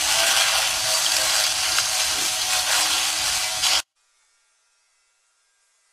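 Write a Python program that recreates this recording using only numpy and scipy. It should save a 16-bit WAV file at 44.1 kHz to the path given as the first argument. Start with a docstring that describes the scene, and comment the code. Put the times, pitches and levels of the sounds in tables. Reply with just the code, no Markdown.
"""A shaver whines and clatters close by while stubble snips and snags against its ringing head.
Room rumble and a droning extractor fan lie underneath. Near four seconds the close sound cuts to a far quieter,
duller microphone that hears the motor running free, with hiss, a low hum and two soft rustles.
Motor tones and rattle follow a slightly trembling shaft angle; noise clicks excite resonances for the hairs;
filtered noise makes the air sounds."""
import sys
import numpy as np
from scipy import signal
from scipy.fft import rfft, irfft
from scipy.io import wavfile
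from scipy.ndimage import uniform_filter1d, map_coordinates

SR = 44100
rng = np.random.default_rng(int(sys.argv[2]) if len(sys.argv) > 2 else 0)


def waveform_to_disk(signal):
    """Save audio, clipped to [-1, 1], as 16-bit WAV at the path in sys.argv[1]."""
    frames = np.transpose(np.atleast_2d(signal))
    scaled = np.clip(frames, -1, 1) * 32767
    samples = np.round(scaled).astype(np.int16)
    wavfile.write(sys.argv[1], SR, samples)


N = 261072
T = np.arange(N) / SR  # time [s]

# Close levels stand ahead of the close fader; all levels stand ahead of the final rounding and top cut.
# Shaft speed up close, before its tremble: (time [s], shaft rate [Hz])
NEAR_SPEED = [(0.1, 105.8), (0.16, 111.2), (0.6, 110.8), (0.72, 107.3), (1.4, 107.2), (2.4, 106.3),
              (2.65, 105.2), (3.0, 106.2), (3.2, 105.6), (3.58, 106.6), (3.7, 104.9), (3.8, 106.0)]
# Motor whine: (multiple of shaft rate, relative level [dB])
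NEAR_ORDERS = [(1, -13.5), (2, -20), (8, -3), (9, -4.5), (10, -7.5), (11, -4.5), (12, -3), (13, -6),
               (15, -1.5), (21, -5)]
NEAR_WHINE_DB, NEAR_CLATTER_DB = -44, -28.5
# Wandering motor drone: (time [s], pitch [Hz], rms level [dB])
DRONE = [(0.0, 729.9, -46.5), (0.17, 780.9, -38), (0.42, 764.4, -37.5), (0.49, 743.3, -44),
         (0.51, 786.3, -43), (0.61, 765.6, -37.5), (0.63, 751.9, -56), (0.67, 743.2, -39.5),
         (0.78, 741.1, -46), (0.9, 751.1, -38), (0.96, 746.0, -51), (0.99, 747.4, -42.5),
         (2.45, 745.6, -43.5), (2.59, 737.9, -36.5), (2.62, 738.7, -44.5), (2.88, 737.1, -37),
         (3.04, 774.7, -45), (3.15, 741.6, -45), (3.77, 742.7, -38.5), (3.8, 786.5, -45)]
# Two low motor hums: (time [s], third multiple rms level [dB], fifth multiple rms level [dB])
HUM = [(0.02, -52, -65), (0.12, -50.5, -59), (0.16, -58, -65), (0.3, -59.5, -47), (0.46, -71, -55),
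       (0.59, -60, -50), (0.8, -56, -65.5), (0.92, -62, -41), (1.03, -57, -72), (1.13, -54, -65.5),
       (1.19, -50, -39), (1.35, -56, -61), (1.6, -56.5, -63.5), (1.78, -63, -77), (1.95, -63, -61.5),
       (2.2, -55, -53), (2.5, -60.5, -78), (2.56, -53, -44.5), (2.64, -57, -77), (2.71, -58.5, -45.5),
       (2.81, -46.5, -44.5), (2.9, -48.5, -56.5), (3.0, -53.5, -48), (3.15, -52, -77), (3.34, -58.5, -65),
       (3.61, -63.5, -69.5), (3.72, -49.5, -45), (3.789, -52.5, -57)]
HUM_ORDERS = 3, 5  # multiples of shaft rate
# Motor tones that swell briefly:
# (time [s], multiple of shaft rate, half length to 1/e [s], rms level at the crest [dB])
NEAR_SWELLS = [(0.13, 8, 0.09, -35.5), (0.22, 6, 0.085, -30.5), (0.22, 10, 0.036, -40),
               (0.22, 14, 0.1, -34.5), (0.33, 13, 0.05, -36), (0.36, 16, 0.09, -43), (0.39, 14, 0.06, -36),
               (0.41, 6, 0.035, -35.5), (0.53, 6, 0.013, -34), (0.57, 13, 0.054, -34.5),
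               (0.59, 6, 0.014, -33), (0.92, 6, 0.09, -36), (0.94, 9, 0.07, -37.5), (1.21, 15, 0.05, -36),
               (1.22, 6, 0.05, -35), (1.38, 6, 0.052, -39.5), (2.0, 6, 0.05, -41), (2.54, 10, 0.045, -37),
               (2.68, 15, 0.08, -40.5), (2.72, 14, 0.06, -39), (2.81, 10, 0.025, -37),
               (2.95, 13, 0.07, -38.5), (3.24, 8, 0.035, -41), (3.5, 9, 0.12, -43), (3.52, 13, 0.1, -43)]
# Housing as the gears drive it: (frequency [Hz], filter gain [dB])
HOUSING = [(290, -61.5), (500, -31.5), (620, -5), (737, -3.5), (815, -13), (982, -5.5), (1040, -11),
           (1580, -8.5), (1720, -10), (2070, -7), (4640, -4), (10800, -11.5), (15500, -36)]

# How much stubble is under the blades: (time [s], snip level [dB])
STUBBLE = [(0.0, -27), (0.1, -21.5), (0.32, -21), (0.48, -23.5), (0.62, -23), (0.8, -27.5), (0.89, -23.5),
           (0.98, -24.5), (1.05, -24), (1.28, -25), (1.42, -21.5), (1.55, -28), (1.68, -23.5), (1.9, -27.5),
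           (2.0, -22.5), (2.1, -26), (2.24, -25), (2.42, -31), (2.56, -22.5), (2.64, -29), (2.72, -21),
           (3.04, -24), (3.16, -29.5), (3.28, -24.5), (3.4, -26), (3.5, -34), (3.622, -35), (3.634, -21.5),
           (3.76, -22), (3.84, -29.5)]
IDLE_DB, LOADED_DB = -30, -25  # snip levels at which the gears run free and fully loaded
# Rings of the head, relative to the snips:
# (time [s], cheek level [dB], cup level [dB], rim level [dB], cap level [dB])
CONTACT = [(0.0, -9.5, -8.5, -16.5, -18.5), (0.2, -8.5, -6.5, -11.5, -16), (0.4, -5, -6.5, -10, -15.5),
           (0.6, -5.5, -5, -11, -15), (0.8, -9.5, -9.5, -16, -8), (0.95, -11, -11, -15.5, -8.5),
           (1.15, -8, -8.5, -15, -7), (1.3, -5.5, -9.5, -13.5, -10), (1.5, -11, -9, -12.5, -13.5),
           (1.6, -9.5, -8.5, -19, -9), (1.9, -9.5, -9.5, -16, -11.5), (2.35, -11.5, -10, -13.5, -24.5),
           (2.7, -6.5, -8.5, -11, -13.5), (3.1, -9.5, -7, -11, -11), (3.5, -10, -8.5, -19.5, -13.5),
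           (3.62, -10, -13, -8.5, -10), (3.635, -11, -6.5, -7.5, -10), (3.8, -5, -5.5, -8.5, -8)]
# Resonances rung by the hairs, each table: (frequency [Hz], width [Hz], relative level [dB])
CHEEK = [(621, 270, -2.5), (1090, 530, -2), (1516, 220, 1.5), (2020, 190, -3.5)]
CUP = [(2338, 170, 1), (2730, 270, 2), (3033, 170, 3.5)]
RIM = [(3220, 200, 1), (3437, 390, -1)]
CAP = [(4605, 180, 0.5), (4890, 170, -2.5)]
COMB = [(4055, 120, 2), (4220, 740, -4), (4828, 420, 0), (5950, 870, -7), (6350, 230, -4.5),
        (7840, 1300, -4)]
# Hiss of the blade edges: (frequency [Hz], filter gain [dB])
EDGE_HISS = [(4710, -32), (8000, 8), (12800, -8), (14800, -22.5), (15500, -26)]
COMB_DB, EDGE_HISS_DB, TICK_DB = -1.5, -11.5, -13  # relative to the snips
# Colour of lone dry snaps: (frequency [Hz], filter gain [dB])
TICK_COLOUR = [(500, -30), (1200, -4), (3000, 0), (6000, -2), (10000, -12), (15500, -30)]
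TICKS_PER_S, TICK_SCATTER_DB = 260, 2.5
# Ring of the blades: (time [s], centre frequency [Hz], level [dB])
BLADE = [(0.0, 6280, -38), (0.06, 6260, -35), (0.3, 6200, -35), (0.75, 6250, -38.5), (0.92, 6250, -36.5),
         (1.09, 6340, -35), (1.25, 6300, -41), (1.4, 6250, -35.5), (1.58, 6280, -43), (1.7, 6320, -37),
         (2.2, 6350, -40), (2.6, 6270, -43), (2.72, 6280, -41), (3.37, 6320, -42), (3.61, 6300, -46),
         (3.64, 6500, -33.5), (3.8, 6600, -37.5)]
BLADE_WIDTH_HZ = 200
# Thick hairs that snag: (time [s], level before attack and decay [dB], ring frequency [Hz])
SNAGS = [(0.5978, -24.5, 1390), (0.922, -20, 4580), (1.024, -19, 4600), (1.0618, -16, 3270),
         (1.099, -29, 4690), (1.117, -16.5, 4730), (1.165, -11, 4770), (1.214, -17.5, 4660),
         (1.304, -19, 4830), (1.414, -27, 4070), (1.4381, -13, 4730), (1.465, -19, 4570),
         (1.719, -20, 4800), (1.783, -13.5, 3150), (1.784, -13, 1474), (1.853, -19, 6260),
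         (1.929, -26, 4570), (2.285, -24, 3860), (2.416, -17.5, 4360), (2.449, -23, 5970),
         (2.53, -22, 2600), (2.5615, -26, 3320), (2.592, -18.5, 4330), (2.7254, -20, 3500),
         (2.979, -17, 3420), (3.638, -26.5, 3330), (3.665, -18, 3230), (3.752, -18, 3300)]
SNAG_ATTACK_S, SNAG_DECAY_S = 0.002, 0.0045
SNAG_RASP = 0.39  # rasp gain beside the note

# Reflections off mirror and walls: (delay [ms], level [dB])
NEAR_ECHOES = [(3.7, -13), (6.3, -16), (9.1, -21), (13.7, -20.5), (19.3, -21.5)]
# Room rumble: (frequency [Hz], filter gain [dB])
ROOM = [(12, -38.5), (25, -4.5), (55, -5), (68, 4.5), (85, -10), (115, -2.5), (180, -12), (250, -13.5),
        (300, -10), (420, -13.5), (600, -34), (1000, -93.5)]
ROOM_DB, FAN_DB = -51, -62.5
# Extractor fan in the ceiling: (frequency [Hz], width [Hz], relative level [dB])
FAN = [(71, 5.3, 1.5), (120, 16, -1.5)]
# Close fader, cut to a faint rest and then away: (time [s], gain [dB])
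NEAR_GAIN = [(3.8035, 1), (3.8045, -17.5), (3.834, -34), (3.843, -50), (3.927, -53.5), (3.929, -59),
             (3.955, -59.5), (3.97, -82)]

FAR_IN_S = (3.952, 3.972)  # start and end of the second microphone's fade-in
# Free-running shaft, before its tremble: (time [s], shaft rate [Hz])
FAR_SPEED = [(3.98, 107.4), (4.4, 107.3), (4.64, 107), (5.4, 107.1), (5.8, 106.8), (5.92, 106.2)]
# Free-running gears: (time [s], level before the top lift [dB], lift of the top [dB])
FAR_LEVEL = [(3.98, -66.5, 3), (4.2, -65.5, 5), (4.6, -67, 3.5), (5.58, -67.5, 3.5), (5.63, -66.5, 6),
             (5.92, -66.5, 5.5)]
# Gear rattle through the second microphone: (frequency [Hz], filter gain [dB])
FAR_COLOUR = [(88, -83), (150, -55), (315, -21.5), (562, -8), (949, -7), (1040, -4), (1360, -1),
              (1720, -10), (2220, -1), (3020, -6), (3430, 0.5), (4180, -2.5), (5190, 1.5), (7870, 0),
              (11300, -9.5), (14700, -42), (22000, -120)]
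# Reflections off counter, mirror and walls: (delay [ms], level [dB])
FAR_ECHOES = [(2.9, -8), (4.7, -11), (7.9, -4), (12.1, -4), (17.3, -7)]
# Free-running whine: (multiple of shaft rate, relative level [dB])
FAR_ORDERS = [(1, -41), (2, -31), (3, -23), (4, -25), (5, -19), (6, -29), (7, -29), (8, -2), (9, -3),
              (10, -14), (11, -2), (12, 1), (14, -3), (16, -18), (17, 0.5), (18, -1), (20, -7.5), (22, -17),
              (23, -2), (24, -5), (25, -2), (26, -3), (27, -14)]
# Strongest tones trading places as the hand turns: (time [s], then one rms level [dB] per multiple below)
FAR_TONES = [(3.99, -82, -88, -92, -94), (4.2, -81, -82, -94, -77), (4.5, -78, -79, -92, -78),
             (4.65, -77, -82, -85, -89), (4.9, -78, -82, -80, -85), (5.1, -80, -83, -81, -79),
             (5.3, -78, -84, -94, -90), (5.52, -87.5, -77, -87, -83), (5.8, -91.5, -77.5, -80, -84.5),
             (5.9, -93.5, -80, -74, -92)]
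FAR_TONE_ORDERS = 13, 15, 19, 21  # multiples of shaft rate
# Far swelling tones: (time [s], multiple of shaft rate, half length to 1/e [s], rms level at the crest [dB])
FAR_SWELLS = [(4.05, 63, 0.04, -79), (4.16, 49, 0.07, -75.5), (4.18, 54, 0.15, -80.5), (4.19, 58, 0.1, -79),
              (4.22, 33, 0.14, -78), (4.27, 60, 0.08, -76.5), (4.32, 48, 0.08, -76), (4.37, 51, 0.06, -78),
              (4.45, 23, 0.15, -81), (4.56, 59, 0.15, -81), (4.6, 57, 0.083, -75), (4.66, 47, 0.15, -80),
              (4.8, 52, 0.15, -77), (4.82, 53, 0.09, -79), (4.87, 43, 0.13, -80), (5.0, 50, 0.04, -77),
              (5.44, 49, 0.09, -77), (5.75, 49, 0.05, -79)]
# Hiss and low hum of the second microphone, each table: (frequency [Hz], filter gain [dB])
FAR_HISS = [(88, -80), (150, -42), (420, -3.5), (949, -1.5), (1040, -10), (1390, 2.5), (3020, -12),
            (7870, -17), (11300, -19), (14700, -45), (22000, -120)]
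FAR_HUM = [(10, 2), (25, -6), (60, -15), (90, -24), (150, -52)]
FAR_HISS_DB, FAR_HUM_DB = -78, -86
# Soft rustles: (time [s], half length to 1/e [s], level at the crest [dB])
RUSTLES = [(4.232, 0.039, -70), (5.87, 0.037, -77.5)]

FAR_TOP_HZ, TOP_HZ = 11250, 15200  # top cuts of the second microphone and of the whole mix
SQUASH = .8  # drive into the peak rounding


def undb(db):
    """Decibels to gain."""
    return 10 ** (np.asarray(db) / 20)


def level(x, db=0):
    """Scale to an rms level."""
    return x * undb(db) / np.sqrt(np.mean(x ** 2))


def curves(table):
    """Draw each column of a table as a line against time."""
    s, *columns = np.transpose(table)
    return [np.interp(T, s, c) for c in columns]


def filtered(x, kind, order, hz):
    """Butterworth filter."""
    return signal.sosfilt(signal.butter(order, hz, kind, fs=SR, output="sos"), x)


def resonate(x, hz, q):
    """A single resonance."""
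    b, a = signal.iirpeak(hz, q, SR)
    return signal.lfilter(b, a, x)


def sine(cycles):
    """Tone from a running count of cycles."""
    return np.sin(2 * np.pi * cycles)


def bump(s, half):
    """Smooth rise and fall around a moment."""
    return np.exp(-((T - s) / half) ** 2)


def walk(rate):
    """Random levels held 1 / rate s and slewed twice; spread near 1."""
    k = int(SR / rate)
    steps = np.repeat(rng.standard_normal(N // k + 1), k)
    return 1.3 * uniform_filter1d(uniform_filter1d(steps, k), k)[:N]


def colour(x, points):
    """Filter through a spectrum of (frequency [Hz], gain [dB]) points; rms 1."""
    hz, db = np.transpose(points)
    f = np.maximum(np.arange(N // 2 + 1) * SR / N, 1)
    gain = undb(np.interp(np.log(f), np.log(hz), db))
    return level(irfft(rfft(x) * gain, N))


def ring(x, modes, flicker_db=0, flicker_per_s=38):
    """Parallel resonances of alternating sign, each flickering alone as contact shifts; rms 1."""
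    out = 0
    for k, (hz, width, db) in enumerate(modes):
        gain = undb(db + flicker_db * walk(flicker_per_s))
        out = out + (-1) ** k * gain * resonate(x, hz, hz / width)
    return level(out)


def echoes(x, taps, drift_ms):
    """Reflections whose paths shift as the hand moves, so notches wander; power kept."""
    out, samples = x, np.arange(N)
    for ms, db in taps:
        delay = (ms + drift_ms * walk(3)) * SR / 1000
        out = out + undb(db) * map_coordinates(x, [samples - delay], order=3)
    return out / np.sqrt(1 + sum(undb(2 * db) for _, db in taps))


def turns(hz, wobble):
    """Shaft angle in turns; the speed trembles slightly at random."""
    return np.cumsum(hz * (1 + wobble * walk(25))) / SR


def whine(angle, orders, wander_db):
    """Tones on multiples of the shaft rate, each wavering as the hand moves; rms 1."""
    return level(sum(undb(db + wander_db * walk(3.7)) * sine(k * angle + rng.random()) for k, db in orders))


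def swells(table, angle):
    """Single multiples of the shaft rate that rise and fade."""
    return sum(undb(db) * bump(s, half) * sine(round(k) * angle) for s, k, half, db in table)


def tones(angle):
    """A wandering drone, two low hums and brief swells, all from the motor."""
    out = swells(NEAR_SWELLS, angle)
    for k, db in zip(HUM_ORDERS, curves(HUM)):
        out = out + undb(db + 1.0 * walk(16)) * sine(k * angle)
    hz, db = curves(DRONE)
    drone = undb(db) * sine(np.cumsum(hz) / SR)
    return np.sqrt(2) * (out + drone)  # sine peak from rms


def clatter(angle, memory, size=512):
    """Gear rattle that nearly repeats: every turn keeps a share of the one before; rms 1."""
    keep = np.clip(memory, 0, .99)
    pattern = signal.lfilter([1], [1, -keep], rng.standard_normal((800, size)), axis=0)[60:]
    return level(map_coordinates(pattern.ravel(), [angle * size], order=3))


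def near_gears(angle):
    """Gears repeat closely when running free; stubble scrambles the pattern, and the housing colours it."""
    load = np.interp(curves(STUBBLE)[0], (IDLE_DB, LOADED_DB), (0, np.pi / 2))
    free = np.cos(load) * clatter(angle, memory=.72)
    loaded = np.sin(load) * clatter(angle, memory=.4)
    return undb(NEAR_CLATTER_DB) * colour(free + loaded, HOUSING)


def snips(angle, per_s, scatter_db, throb_once, throb_twice):
    """Dense clicks of cut hairs whose strength throbs once and twice a turn."""
    chance = rng.random((2, N))
    sizes = undb(-scatter_db * np.log(chance[1])) * rng.standard_normal(N)
    stroke = 1 + throb_once * np.cos(2 * np.pi * angle) + throb_twice * np.cos(4 * np.pi * angle + 1)
    return (chance[0] < per_s / SR) * sizes * stroke


def ticks():
    """Lone dry snaps of stiffer hairs, too short to ring; rms 1."""
    chance = rng.random((2, N))
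    struck = (chance[0] < TICKS_PER_S / SR).astype(float)
    sizes = undb(-TICK_SCATTER_DB * np.log(chance[1]))
    return colour(-struck * sizes, TICK_COLOUR)


def blades(hairs):
    """A narrow ring of the blades whose centre drifts in pitch."""
    hz, db = curves(BLADE)
    carrier = np.exp(2j * np.pi * np.cumsum(hz) / SR)
    # shift the moving centre to zero, keep a narrow band, then shift it back
    band = filtered(hairs / carrier, "low", 2, BLADE_WIDTH_HZ / 2)
    return undb(db + 1.2 * walk(30)) * level((band * carrier).real)


def cutting(angle):
    """Stubble, partly repeating each turn, rings cheek, cup, rim, comb, cap, blades and their edges."""
    cheek_db, cup_db, rim_db, cap_db = curves(CONTACT)
    clicks = level(snips(angle, per_s=8000, scatter_db=1.0, throb_once=.14, throb_twice=.25))
    hairs = clicks + .3 * clatter(angle, memory=.5)
    cheek = undb(cheek_db) * ring(hairs, CHEEK, flicker_db=1.3)
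    cup = undb(cup_db) * ring(hairs, CUP, flicker_db=1.2)
    rim = undb(rim_db) * ring(hairs, RIM, flicker_db=1.5)
    cap = undb(cap_db) * ring(hairs, CAP, flicker_db=3.2, flicker_per_s=50)
    comb = undb(COMB_DB) * ring(hairs, COMB, flicker_db=1.8, flicker_per_s=28)
    hiss = undb(EDGE_HISS_DB + 1.6 * walk(22)) * colour(hairs, EDGE_HISS)
    snaps = undb(TICK_DB) * ticks()
    pressure_db = 0.7 * walk(36)
    stubble = undb(curves(STUBBLE)[0] + pressure_db)
    return stubble * (comb + cheek + cup + rim + cap + hiss + snaps) + blades(hairs)


def room_rumble():
    """Filtered noise: a wavering low rumble under an upper rumble that comes in patches."""
    air = colour(rng.standard_normal(N), ROOM)
    upper = filtered(air, "high", 2, 150)
    top = filtered(upper, "high", 4, 340)
    low = undb(2.4 * walk(12)) * (air - upper)
    patches = undb(5.0 * walk(11) - 3.0) * (upper - top) + undb(5.5 * walk(12) - 3.5) * top
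    return undb(ROOM_DB) * (low + patches)


def extractor_fan():
    """Noise through two narrow low resonances drones in the ceiling."""
    return undb(FAN_DB + 1.5 * walk(6.8)) * ring(rng.standard_normal(N), FAN)


def snags():
    """Short rings as a thick hair is caught and sheared: a narrow note over a broad rasp."""
    out = np.zeros(N)
    t = np.arange(int(0.027 * SR)) / SR
    shape = np.minimum(t / SNAG_ATTACK_S, 1) * np.exp(-t / SNAG_DECAY_S)
    for s, db, hz in SNAGS:
        rub = rng.standard_normal(len(t))
        note = level(resonate(rub, hz, q=18))
        rasp = level(resonate(rub, hz, q=0.7))
        i = int(s * SR)
        out[i:i + len(t)] += undb(db) * (note + SNAG_RASP * rasp) * shape
    return out


def near():
    """Shaver on the cheek over the rumble of the room and the fan."""
    angle = turns(curves(NEAR_SPEED)[0], wobble=.003)
    motor = tones(angle) + undb(NEAR_WHINE_DB) * whine(angle, NEAR_ORDERS, wander_db=1.5)
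    head = echoes(near_gears(angle) + cutting(angle) + snags(), NEAR_ECHOES, drift_ms=.12)
    head = filtered(head, "high", 8, 575)  # too small to radiate bass
    return motor + head + room_rumble() + extractor_fan()


def far_motor():
    """Free-running motor: echoing gear rattle, whine, four shifting tones and brief swells."""
    db, top_db = curves(FAR_LEVEL)
    angle = turns(curves(FAR_SPEED)[0], wobble=0.0013)
    gears = echoes(colour(clatter(angle, memory=.5), FAR_COLOUR), FAR_ECHOES, drift_ms=.09)
    # turning the head toward the microphone brightens it
    gears = gears + (undb(top_db) - 1) * filtered(gears, "high", 2, 7000)
    motor = undb(db) * (gears + undb(-9) * whine(angle, FAR_ORDERS, wander_db=4.5))
    for k, tone_db in zip(FAR_TONE_ORDERS, curves(FAR_TONES)):
        motor = motor + np.sqrt(2) * undb(tone_db + 1.7 * walk(12)) * sine(k * angle)
    return motor + np.sqrt(2) * swells(FAR_SWELLS, angle)


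def far_hiss():
    """Steady coloured noise."""
    return undb(FAR_HISS_DB) * colour(rng.standard_normal(N), FAR_HISS)


def far_hum():
    """Low noise that wavers in level."""
    return undb(FAR_HUM_DB + 3.0 * walk(8)) * colour(rng.standard_normal(N), FAR_HUM)


def rustles():
    """Soft puffs of noise through broad resonances."""
    puffs = sum(undb(db) * bump(s, half) for s, half, db in RUSTLES)
    # (frequency [Hz], width [Hz], relative level [dB])
    return puffs * ring(rng.standard_normal(N), [(892, 400, -2), (1500, 660, 0), (2250, 600, -5)])


def far():
    """Everything at the second microphone, its top cut steeply."""
    heard = far_motor() + far_hiss() + far_hum() + rustles()
    return signal.sosfilt(signal.ellip(8, .2, 75, FAR_TOP_HZ, fs=SR, output="sos"), heard)


def scene():
    """The close sound, then the cut to the second microphone."""
    close = near() * undb(curves(NEAR_GAIN)[0])
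    distant = far() * np.interp(T, FAR_IN_S, (0, 1))
    return (close + distant)[None]


def record(dry):
    """The camera rounds the loudest peaks and cuts the top."""
    rounded = np.tanh(SQUASH * dry) / SQUASH
    return signal.sosfilt(signal.ellip(10, .2, 80, TOP_HZ, fs=SR, output="sos"), rounded)


dry = scene()
out = record(dry)
waveform_to_disk(out)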